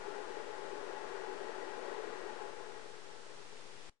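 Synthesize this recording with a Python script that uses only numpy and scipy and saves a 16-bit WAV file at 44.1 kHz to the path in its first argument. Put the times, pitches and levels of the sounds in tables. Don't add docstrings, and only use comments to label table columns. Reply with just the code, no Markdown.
import sys
import numpy as np
from scipy import signal
from scipy.fft import rfft, irfft, next_fast_len
from scipy.io import wavfile
from scipy.ndimage import map_coordinates

SR = 44100
rng = np.random.default_rng(int(sys.argv[2]) if len(sys.argv) > 2 else 0)


def materialize(psi):
    bounded = np.clip(np.atleast_2d(psi).T, -1, 1)
    quanta = np.round(bounded * 32767).astype(np.int16)
    wavfile.write(sys.argv[1], SR, quanta)


N = 176400

# frequency_hz, level_db
HISS_LEFT_TONE = [(20, 9.5), (40, -10), (68, -20), (100, 0), (190, 1.5), (800, 3), (2500, -2), (5000, -5),
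                  (8500, -12.3), (10200, -19.5), (11500, -50)]
HISS_RIGHT_TONE = [(20, 11.5), (42, -0.5), (62, 0), (100, 1.5), (500, -0.5), (2000, -2), (5000, -4.5),
                   (8500, -8.5), (10200, -15), (11500, -29.5)]
# time_s, level_db
HISS_LEFT_LEVEL = [(0, -57.5), (3.05, -57), (3.5, -55.5), (3.9, -54.5)]
ZERO_OFFSET = [-0.0036, -0.0014]
HUM_TONES = {4: -69.5, 7: -52, 8: -53.3, 14: -55, 21: -70, 28: -69, 40: -69.5}
# time_s, gain_db
HUM_GAIN = [(0, 1), (2.4, -0.5), (2.8, 1.5), (3.6, 4)]
# frequency_hz, level_db
LIQUID_TONE = [(20, -61), (80, -46), (190, -17), (260, -5), (400, 0.5), (700, -1), (1100, -4.5), (1650, -4),
               (2100, -11), (3000, -15.5), (5000, -25), (9000, -50.5)]
# pitch_hz, half_width_hz, boost_db
JUG_RESONANCES = [(340.3, 15, 6.5), (381.4, 16.7, 8), (426.4, 43, 9.2), (497.3, 28, 7), (574, 17.5, 5.5),
                  (635, 8.4, 3.5), (750, 19, 4), (838, 13.7, 11.5), (871.8, 24.8, 10.5), (1034, 100, 4.5),
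                  (1333, 12, 7), (1437, 18, 5), (1509, 12, 2.5), (1630, 30, 2.5), (1880, 23, 6.5),
                  (1936, 26, 8.3)]
# time_s, level_db, pitch_hz
AIR_POCKETS = [(0.075, -40, 399), (0.145, -44, 391), (0.56, -44, 484), (0.645, -41, 402), (1.045, -43, 405),
               (1.455, -44, 433), (1.495, -42, 456), (1.8, -44, 421), (1.875, -42, 388), (2.055, -45, 452),
               (2.86, -48, 416), (2.955, -50, 426), (3.43, -54.5, 403)]
# time_s, level_db
BUBBLE_LEVEL = [(0, -48.5), (1.4, -50), (1.85, -47), (2.2, -49), (2.6, -55.5), (3.9, -53)]
# time_s, gain_db
FADE_GAIN = [(0, -0.7), (.6, -0.73), (1.3, 0.24), (1.95, 0.5), (2.3, -0.8), (2.7, -5), (3.1, -10),
             (3.5, -12.5), (3.9, -16)]


def amp(db):
    return 10 ** (np.asarray(db) / 20)


def unit(x):
    return x / np.sqrt(np.mean(x ** 2) + 1e-20)


def along(points, hz):
    frequencies, values = np.transpose(points)
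    return np.interp(np.log(hz + 1), np.log(frequencies + 1), values)


def curve(rows):
    return np.interp(np.arange(N) / SR, *np.transpose(rows))


def wobble(per_s):
    points = rng.standard_normal(int(N * per_s / SR) + 4)
    return map_coordinates(points, [np.arange(N) * per_s / SR])


def filtered(x, gain_at):
    size = next_fast_len(N + SR // 2)
    hz = np.fft.rfftfreq(size, 1 / SR)
    return irfft(rfft(x, size) * gain_at(hz), size)[..., :N]


def hiss(tone):
    return unit(filtered(rng.standard_normal(N), lambda hz: amp(along(tone, hz))))


def motor(shaft_hz=59.75, whine_hz=5808, whine_db=-73.5, drift=0.00069, waver_db=1.1, flutter_rad=0.27):
    clock = np.cumsum(1 + drift * wobble(2.88)) / SR
    hum = np.zeros(N)
    for multiple, db in HUM_TONES.items():
        phase = 2 * np.pi * (multiple * shaft_hz * clock + rng.random())
        phase += flutter_rad * wobble(45)
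        hum += amp(db + waver_db * wobble(14)) * np.sin(phase)
    whine = amp(whine_db + waver_db * wobble(3.2)) * np.sin(2 * np.pi * whine_hz * clock)
    return amp(curve(HUM_GAIN)) * hum + whine


def jug(x, size=16384):
    hz = np.fft.rfftfreq(size, 1 / SR)
    boost_db = sum(db * np.exp(-((hz - pitch) / width) ** 2) for pitch, width, db in JUG_RESONANCES)
    tone_db = along(LIQUID_TONE, hz) + boost_db
    cepstrum = irfft(np.log(amp(tone_db)))
    cepstrum[1:size // 2] *= 2
    cepstrum[size // 2 + 1:] = 0
    ringing = irfft(np.exp(rfft(cepstrum)))
    return unit(signal.fftconvolve(x, ringing)[:N])


def gulps(swell_s=0.022, decay_s=0.032, rise_hz_per_s=350):
    out = np.zeros(N)
    for peak_s, db, hz in AIR_POCKETS:
        t = np.arange(N) / SR - peak_s
        loudness = np.exp(-(t / np.where(t < 0, swell_s, decay_s)) ** 2)
        cycles = hz * t + rise_hz_per_s * t ** 2 / 2 + rng.random()
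        out += amp(db) * loudness * np.sin(2 * np.pi * cycles)
    return out


def bubbles(per_s=260, middle_hz=524, spread=0.509, life_cycles=7.6, rise_per_life=0.14, scatter_db=2.5):
    count = int(per_s * N / SR)
    start, size = rng.random((count, 2)).T
    hz = np.clip(middle_hz * np.exp(spread * rng.standard_normal((count, 1))), 200, 5000)
    cycles = hz * np.arange(SR // 16) / SR
    age = cycles / life_cycles
    rise = 1 + rise_per_life * np.minimum(age, 2) / 2
    loudness = np.exp(-2 * age) * (1 - np.exp(-2 * cycles))
    size_db = scatter_db * np.minimum(-np.log(1 - size), 3)
    blips = amp(size_db)[:, None] * loudness * np.sin(2 * np.pi * cycles * rise)
    positions = (start * N).astype(int)[:, None] + np.arange(blips.shape[1])
    bubbling = np.bincount(positions.ravel(), blips.ravel(), N)[:N]
    return amp(curve(BUBBLE_LEVEL)) * jug(bubbling)


def stream(level_db=-42, surge_db=0.51, churn_db=0.24):
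    flow_db = surge_db * wobble(20) + churn_db * wobble(45)
    return amp(level_db) * jug(amp(flow_db) * rng.standard_normal(N))


def scene():
    filling = amp(curve(FADE_GAIN)) * (stream() + bubbles() + motor()) + gulps()
    left = filling + amp(curve(HISS_LEFT_LEVEL)) * hiss(HISS_LEFT_TONE)
    right = amp(-56.5) * hiss(HISS_RIGHT_TONE)
    return np.array([left, right])


def record(dry, stop_s=3.897, drop_db=17, tail_db_per_s=230, top_hz=11500):
    shifted = dry + np.array(ZERO_OFFSET)[:, None]
    after_s = np.arange(N) / SR - stop_s
    stop_db = np.where(after_s > 0, -drop_db - tail_db_per_s * after_s, 0)
    return filtered(shifted * amp(stop_db), lambda hz: hz < top_hz)


dry = scene()
out = record(dry)
materialize(out)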